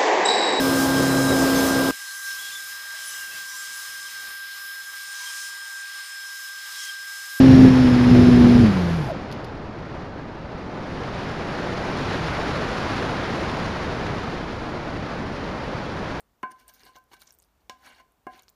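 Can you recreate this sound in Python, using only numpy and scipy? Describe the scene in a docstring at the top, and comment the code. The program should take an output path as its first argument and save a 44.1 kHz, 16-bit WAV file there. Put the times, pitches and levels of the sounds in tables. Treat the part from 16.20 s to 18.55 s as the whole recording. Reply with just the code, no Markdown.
"""Wet roasted vegetables are pushed out of a hand-held glass dish with a wooden spoon, in a quiet humming kitchen.
A wet pop comes first, then two almost joined hard knocks, which excite the damped modes of the glass. Scrapes
follow (random micro-slips drive the same modes) among squelches (dense wet crackle) and cavity pops, which crowd
together after one second. Further knocks and slow scrapes come next, then a last knock, scrapes, squelches and pops.
Feedback delays add the echo of the kitchen; steady coloured noise is its hum. 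Close mono microphone."""
import sys
import numpy as np
from scipy import signal
from scipy.io import wavfile

SR = 44100
rng = np.random.default_rng(int(sys.argv[2]) if len(sys.argv) > 2 else 0)


def digitize_waveform(pressure):
    """Quantize a signal to 16-bit integers and store it at the path in sys.argv[1].

    Rows of a 2-D input are taken as channels; values are limited to [-1, 1].
    """
    field = np.atleast_2d(pressure).T
    bounded = np.clip(field, -1, 1)
    quanta = np.round(bounded * 32767).astype(np.int16)
    wavfile.write(sys.argv[1], SR, quanta)


def nominal_scale(level):
    """Amplitude ratio for a level in decibels (scalar or array-like)."""
    x = np.asarray(level, float) / 20
    return 10 ** x


N = 103635

# spectrum of the kitchen hum, relative: frequency_hz, density_db (per Hz)
HUM_SPECTRUM = [(20, -19), (35, -12), (50, 2), (80, -7), (130, -11), (250, -11.5), (500, -14), (1000, -15),
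                (2000, -24.5), (4000, -29), (7000, -30.5), (10000, -34.5), (13000, -30.5), (16000, -29.5)]
HUM_RMS_DB = -69
ECHO_T60_S, ECHO_DB, ECHO_CUT_HZ = 0.54, -29, 13000

# spectrum of the wet crackle, relative: frequency_hz, density_db (per Hz)
WET_SPECTRUM = [(2000, -23.5), (3500, -4.5), (5000, -2.5), (7300, 6.5), (9000, 6.5), (10300, -21),
                (12500, -5.5), (15500, -12.5)]
# sauce squeezed and food peeling off: peak_flow_s, rise_s, fall_s, level_db, brightness_db
SQUELCHES = [(.005, 0.0072, 0.01, -60.5, 4.5), (0.317, .005, 0.0044, -45, 2),
             (0.399, 0.0066, .025, -52, 1.5), (0.4807, 0.0011, 0.0073, -42, 5),
             (0.495, 0.0072, 0.0088, -45.5, 1.5), (0.546, 0.013, 0.031, -51.5, 1.5),
             (.605, 0.008, 0.017, -54, 1.5), (0.657, 0.014, 0.025, -54.5, 3.5),
             (.762, 0.005, 0.0094, -44, 1), (0.936, 0.015, 0.018, -49.5, 1.5),
             (1.0, 0.0053, 0.012, -55, 1.5), (1.018, 0.0025, 0.009, -41.5, 1.5),
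             (1.076, 0.0076, 0.014, -64.5, -6.5), (1.106, 0.037, 0.016, -58, 0.5),
             (1.145, 0.022, 0.01, -64, 5), (1.19, 0.0034, 0.011, -60.5, 5), (1.23, .008, 0.023, -61, 2),
             (1.67, 0.049, 0.026, -56, 1.5), (1.79, 0.01, 0.018, -60, 1), (2.185, 0.048, 0.033, -60.5, 2),
             (2.235, 0.0039, 0.0036, -54, 1), (2.289, 0.0029, 0.0069, -51, 1)]
WET_GRAINS_PER_S, WET_SPREAD_DB, BRIGHT_SPLIT_HZ = 2500, 3.5, 9000

# sticky food letting go: start_s, level_db (before POP_GAIN_DB), pitch_hz
POPS = [(0.0044, -47, 10830), (0.398, -59, 8800), (0.5379, -46, 14100), (0.5432, -50, 14300),
        (0.57, -65, 5780), (0.595, -54, 6170), (0.634, -47.5, 5050), (0.6528, -48.5, 11800),
        (0.6671, -50, 4690), (0.7346, -63, 4500), (0.7854, -47.5, 14600), (0.84, -59.5, 11700),
        (0.9337, -46.5, 3430), (0.9663, -58, 3940), (0.994, -57, 13100), (1.0054, -53.5, 7800),
        (1.0141, -51, 13200), (1.0227, -50.5, 4000), (1.0454, -57, 12800), (1.0581, -58, 5740),
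        (1.0706, -50.5, 5800), (1.074, -48, 5520), (1.0774, -47.5, 5940), (1.1068, -47.5, 5630),
        (1.124, -45, 12400), (1.1285, -53, 8750), (1.1397, -57, 8040), (1.1494, -51, 13800),
        (1.1874, -47, 14100), (1.2004, -51, 6900), (1.2226, -52, 9200), (1.2266, -50, 11000),
        (1.239, -56.5, 4840), (1.2486, -52, 15500), (1.287, -71, 3750), (1.9212, -61.5, 11300),
        (2.1775, -49.5, 15200), (2.1924, -49, 4000), (2.1954, -46, 7160), (2.2224, -47, 12400),
        (2.2334, -67.5, 4370), (2.282, -45, 5350), (2.2865, -53, 4160), (2.2927, -49.5, 6900),
        (2.2996, -44.5, 15000)]
POP_T60_CYCLES, POP_SNAP_DB, POP_GAIN_DB = 22.5, -21, 5

# modes of the glass dish, damped by hand and food:
# pitch_hz, level_db, t60_s (when struck), family (0 rim, 1 bottom, 2 wall)
DISH_MODES = [(246.4, -30, 0.28, 1), (347, -22.5, 0.036, 1), (502.5, -30.5, 0.21, 1), (604, -22, 0.098, 1),
              (728.8, -17.5, 0.17, 1), (818, -10.5, 0.024, 1), (759, -21.5, 0.26, 1), (1034, -3, 0.14, 0),
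              (1086, -12.5, 0.022, 0), (1032, -19.5, 0.66, 0), (1154, -18, 0.036, 1), (1500, -19, 0.17, 2),
              (1539, -10.5, 0.084, 2), (1553, -25.5, 0.38, 2), (1625, -17, 0.15, 1), (1700, -31, 0.11, 1),
              (2148, -19.5, .1, 1), (2270, -18, 0.15, 2), (2785, -22, .12, 1), (2982, -17.5, 0.061, 1),
              (3360, -30.5, 0.071, 2), (3705, -25, 0.059, 1), (4345, -18, 0.07, 1), (5530, -17, 0.045, 1),
              (6410, -14.5, 0.021, 1)]

# spectrum of the dry rub, relative: frequency_hz, density_db (per Hz)
RUB_SPECTRUM = [(150, -9), (300, 1.5), (700, 1.5), (1100, 0.5), (1500, 0), (2200, -1), (3000, -14.5),
                (4400, -6), (6500, -18), (10000, -18), (15500, -24)]
# spoon edge dragged over the glass: peak_pressure_s, rise_s, fall_s, level_db, rumble_db (added to level_db)
SCRAPES = [(0.316, 0.011, .01, -55, 10), (0.409, 0.037, 0.03, -62.5, -11), (.49, .006, 0.013, -55.5, -5),
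           (.56, 0.048, 0.04, -67.5, 8), (.61, 0.013, 0.014, -61, -15), (0.667, 0.028, 0.026, -54.5, 6.5),
           (0.763, 0.0083, 0.0055, -51.5, 2), (0.916, 0.0018, 0.011, -53, 0),
           (.938, 0.0071, 0.0059, -48.5, 6.5), (.968, 0.0041, 0.0091, -60, -7),
           (1.021, 0.011, 0.0078, -55.5, -4), (1.09, 0.031, 0.015, -65, -9),
           (1.408, 0.0035, 0.0086, -70, 7), (1.663, 0.025, 0.034, -50, -5), (1.698, 0.027, 0.054, -58, -5),
           (1.781, 0.016, 0.0091, -61, -15), (1.804, 0.017, 0.0088, -57.5, 1),
           (2.141, 0.028, 0.034, -56, 7.5), (2.183, 0.026, 0.031, -61, -20)]
SLIPS_PER_S, SLIP_SPREAD_DB, RUMBLE_SPLIT_HZ = 4500, 3, 434
SCRAPE_RING_DB, SCRAPE_BOTTOM_DB, SCRAPE_WALL_DB = -34, 8, 11
SCRAPE_T60_FACTOR = 0.54  # the dragged spoon shortens the ringing
SCRAPE_EVENNESS = 0.46  # factor on mode levels in dB: weak modes are excited almost as much as strong ones

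# spoon knocks on the glass: start_s, level_db, bottom_modes_db, wall_modes_db, contact_hardness_hz
KNOCKS = [(0.231, -29.5, 5.5, -26, 2320), (.234, -23, -11, 5, 1680), (0.665, -50, -11, -10, 1400),
          (0.691, -49, -10, -7, 1360), (.755, -63, 21, 13, 4100), (0.766, -44, -16, -8, 1500),
          (0.916, -66.5, 22, 7, 4020), (.933, -57, 11, -2, 6950), (1.496, -37, 5, -3, 7300),
          (1.499, -44, 1, -12, 3440), (1.799, -46, -13, -13, 1400), (2.0676, -36, 14.5, -4, 1720),
          (2.0705, -43.5, 11, 7, 1850), (2.068, -58.5, -10, 10, 13300), (.2298, -55, 12, 3, 12900),
          (1.4966, -54, -20, -4, 15900)]
CRACK_DB, CRACK_DECAY_S, TAIL_DB, TAIL_DECAY_S = 6, 0.002, -12, 0.024
# dull push of wood and hand
THUD_DB, THUD_HZ, THUD_T60_S = -5.5, 357.5, 0.0175
KNOCK_LOW_CUT_HZ = 163


def rms_one(x):
    """Normalization: scales a signal to unit root-mean-square value."""
    return x / np.sqrt(np.mean(x ** 2) + 1e-20)


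def drift(rate_hz):
    """Low-pass filtered noise: a slow random wander of unit spread."""
    step = 40  # samples between computed points
    pole = np.exp(-2 * np.pi * rate_hz * step / SR)
    noise = rng.standard_normal(N // step + 2002)
    slow = signal.lfilter([1], [1, -2 * pole, pole * pole], noise)[2000:]  # settled part
    return np.interp(np.arange(N) / step, np.arange(len(slow)), rms_one(slow))


def ring(push, hz, t60_s):
    """Damped resonance: a unit impulse sets a decaying sine of initial height 1 ringing."""
    radius = nominal_scale(-60 / (t60_s * SR))
    angle = 2 * np.pi * hz / SR
    poles = [1, -2 * radius * np.cos(angle), radius * radius]
    return signal.lfilter([0, np.sin(angle)], poles, push + 1e-18)


def soften(x, hz):
    """Contact duration: a softer, longer contact loses its treble steeply."""
    return signal.sosfilt(signal.butter(4, hz, fs=SR, output="sos"), x)


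def split(x, hz):
    """Crossover: the parts below and above a corner frequency."""
    low = signal.sosfilt(signal.butter(2, hz, fs=SR, output="sos"), x)
    high = signal.sosfilt(signal.butter(2, hz, "high", fs=SR, output="sos"), x)
    return low, high


def swell(peak_s, rise_s, fall_s, db):
    """Exponential growth and decay: an envelope rising to a peak, then falling."""
    t = np.arange(N) / SR - peak_s
    return nominal_scale(db) * np.exp(np.where(t < 0, t / rise_s, -t / fall_s))


def grit(per_s, spread_db):
    """Poisson-like impulse noise: dense random grains of uneven size and sign, in two sources."""
    size_db = spread_db * np.minimum(rng.exponential(1, (2, N)), 5)
    signs = rng.choice([-1, 1], (2, N))
    present = rng.random((2, N)) < per_s / SR
    return nominal_scale(size_db) * signs * present


def coloured(sources, spectrum, patchy_db, flicker_hz):
    """Subtractive filtering: third-octave bands of two sources in turn, each flickering; unit rms."""
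    hz, db = np.transpose(spectrum)
    edges = 18 * 2 ** np.arange(0, 10.1, 1 / 3)
    out = 0
    for k, (low, high) in enumerate(zip(edges, edges[1:])):
        mid = np.sqrt(low * high)
        if 0.8 * hz[0] < mid < 1.1 * hz[-1]:
            band_filter = signal.butter(2, [low, high], "band", fs=SR, output="sos")
            band = signal.sosfilt(band_filter, sources[k % 2])
            level_db = np.interp(np.log(mid), np.log(hz), db) + patchy_db * drift(flicker_hz)
            out = out + nominal_scale(level_db) * band
    return rms_one(out)


def hum():
    """Stationary noise: the steady coloured background of the kitchen."""
    noise = rng.standard_normal((2, N))
    return nominal_scale(HUM_RMS_DB) * coloured(noise, HUM_SPECTRUM, patchy_db=0.5, flicker_hz=1.7)


def kitchen_echo(near):
    """Reverberation: eight feedback delays, weaker and duller on every round."""
    out = np.zeros(N)
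    dull = np.exp(-2 * np.pi * ECHO_CUT_HZ / SR)
    for k, lag in enumerate((np.geomspace(0.009, 0.031, 8) * SR).astype(int)):
        loop = near.copy()
        gain = nominal_scale(-60 * lag / SR / ECHO_T60_S)
        state = [0.]
        for i in range(lag, N, lag):
            back, state = signal.lfilter([gain * (1 - dull)], [1, -dull], loop[i - lag:i], zi=state)
            loop[i:i + lag] += back[:N - i]
        out += (loop - near) * (-1) ** k  # echoes alone
    return nominal_scale(ECHO_DB) * out


def squelching():
    """Granular wet noise: dense crackle swells with the flow, duller or brighter with each squeeze."""
    grains = grit(WET_GRAINS_PER_S, WET_SPREAD_DB)
    crackle = coloured(grains, WET_SPECTRUM, patchy_db=2.5, flicker_hz=40)
    low, high = split(crackle, BRIGHT_SPLIT_HZ)
    out = np.zeros(N)
    for peak_s, rise_s, fall_s, db, bright_db in SQUELCHES:
        tilted = nominal_scale(-bright_db) * low + nominal_scale(bright_db) * high
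        out += swell(peak_s, rise_s, fall_s, db) * tilted
    return out


def pops():
    """Cavity resonance: a puff of noise rings a tiny cavity a few cycles, with a broad snap on top."""
    out, length = np.zeros(N + SR), 600
    t = np.arange(length) / SR
    for start_s, db, hz in POPS:
        puff = rng.standard_normal(length) * np.exp(-t / 0.00038)
        cavity = ring(puff, hz, POP_T60_CYCLES / hz)
        snap = nominal_scale(POP_SNAP_DB) * np.gradient(puff)
        i = int(start_s * SR)
        out[i:i + length] += nominal_scale(db + POP_GAIN_DB) * (cavity / np.abs(cavity).max() + snap)
    return out[:N]


def dish(push, bottom_db, wall_db, t60_factor=1, evenness=1):
    """Modal superposition: all modes of the glass, their families weighted by where it is touched."""
    out = 0
    for k, (hz, db, t60_s, family) in enumerate(DISH_MODES):
        family_db = (0, bottom_db, wall_db)[round(family)]
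        mode = ring(push, hz, t60_s * t60_factor)
        out = out + nominal_scale(db * evenness + family_db) * mode * (-1) ** k
    return out


def scraping():
    """Stick-slip friction: micro-slips under the spoon make a dry rub and set the dish ringing."""
    slips = grit(SLIPS_PER_S, SLIP_SPREAD_DB)
    rub = coloured(slips, RUB_SPECTRUM, patchy_db=5.0, flicker_hz=28.3)
    low, high = split(rub, RUMBLE_SPLIT_HZ)
    pressure, weight = np.zeros(N), np.zeros(N)
    for peak_s, rise_s, fall_s, db, rumble_db in SCRAPES:
        pressure += swell(peak_s, rise_s, fall_s, db)
        weight += swell(peak_s, rise_s, fall_s, db + rumble_db)
    push = pressure * rms_one(slips[0])
    ringing = dish(push, SCRAPE_BOTTOM_DB, SCRAPE_WALL_DB, SCRAPE_T60_FACTOR, SCRAPE_EVENNESS)
    return pressure * high + weight * low + nominal_scale(SCRAPE_RING_DB) * ringing


def knocks():
    """Impact excitation: a soft contact strikes the dish modes, with thud, crack and short hissing tail."""
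    out, length = np.zeros(N + SR), SR // 2
    t = np.arange(length) / SR
    decay = nominal_scale(CRACK_DB) * np.exp(-t / CRACK_DECAY_S) + nominal_scale(TAIL_DB) * np.exp(-t / TAIL_DECAY_S)
    for start_s, db, bottom_db, wall_db, contact_hz in KNOCKS:
        hit = soften(1. * (t == 0), contact_hz)
        thud = nominal_scale(THUD_DB + bottom_db) * ring(hit, THUD_HZ, THUD_T60_S)
        noise = soften(rng.standard_normal(length), contact_hz) * decay
        i = int(start_s * SR)
        out[i:i + length] += nominal_scale(db) * (dish(hit, bottom_db, wall_db) + thud + noise)
    _, above = split(out[:N], KNOCK_LOW_CUT_HZ)
    return above


def scene():
    """Linear superposition: dish, spoon and food close by, their echo, and the background hum."""
    near = squelching() + pops() + scraping() + knocks()
    return (near + kitchen_echo(near) + hum())[None]


def band_limit(x):
    """A steep low-pass at the top of the band."""
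    return signal.sosfilt(signal.butter(12, 16660, fs=SR, output="sos"), x)


def record(dry):
    """Band limitation: the top of the band is shelved down by 26 dB or more from 15.6 kHz up."""
    shelf = signal.cheby2(12, 26, 15600, fs=SR, output="sos")
    mix = signal.sosfilt(shelf, dry)
    return band_limit(mix)


dry = scene()
out = record(dry)
digitize_waveform(out)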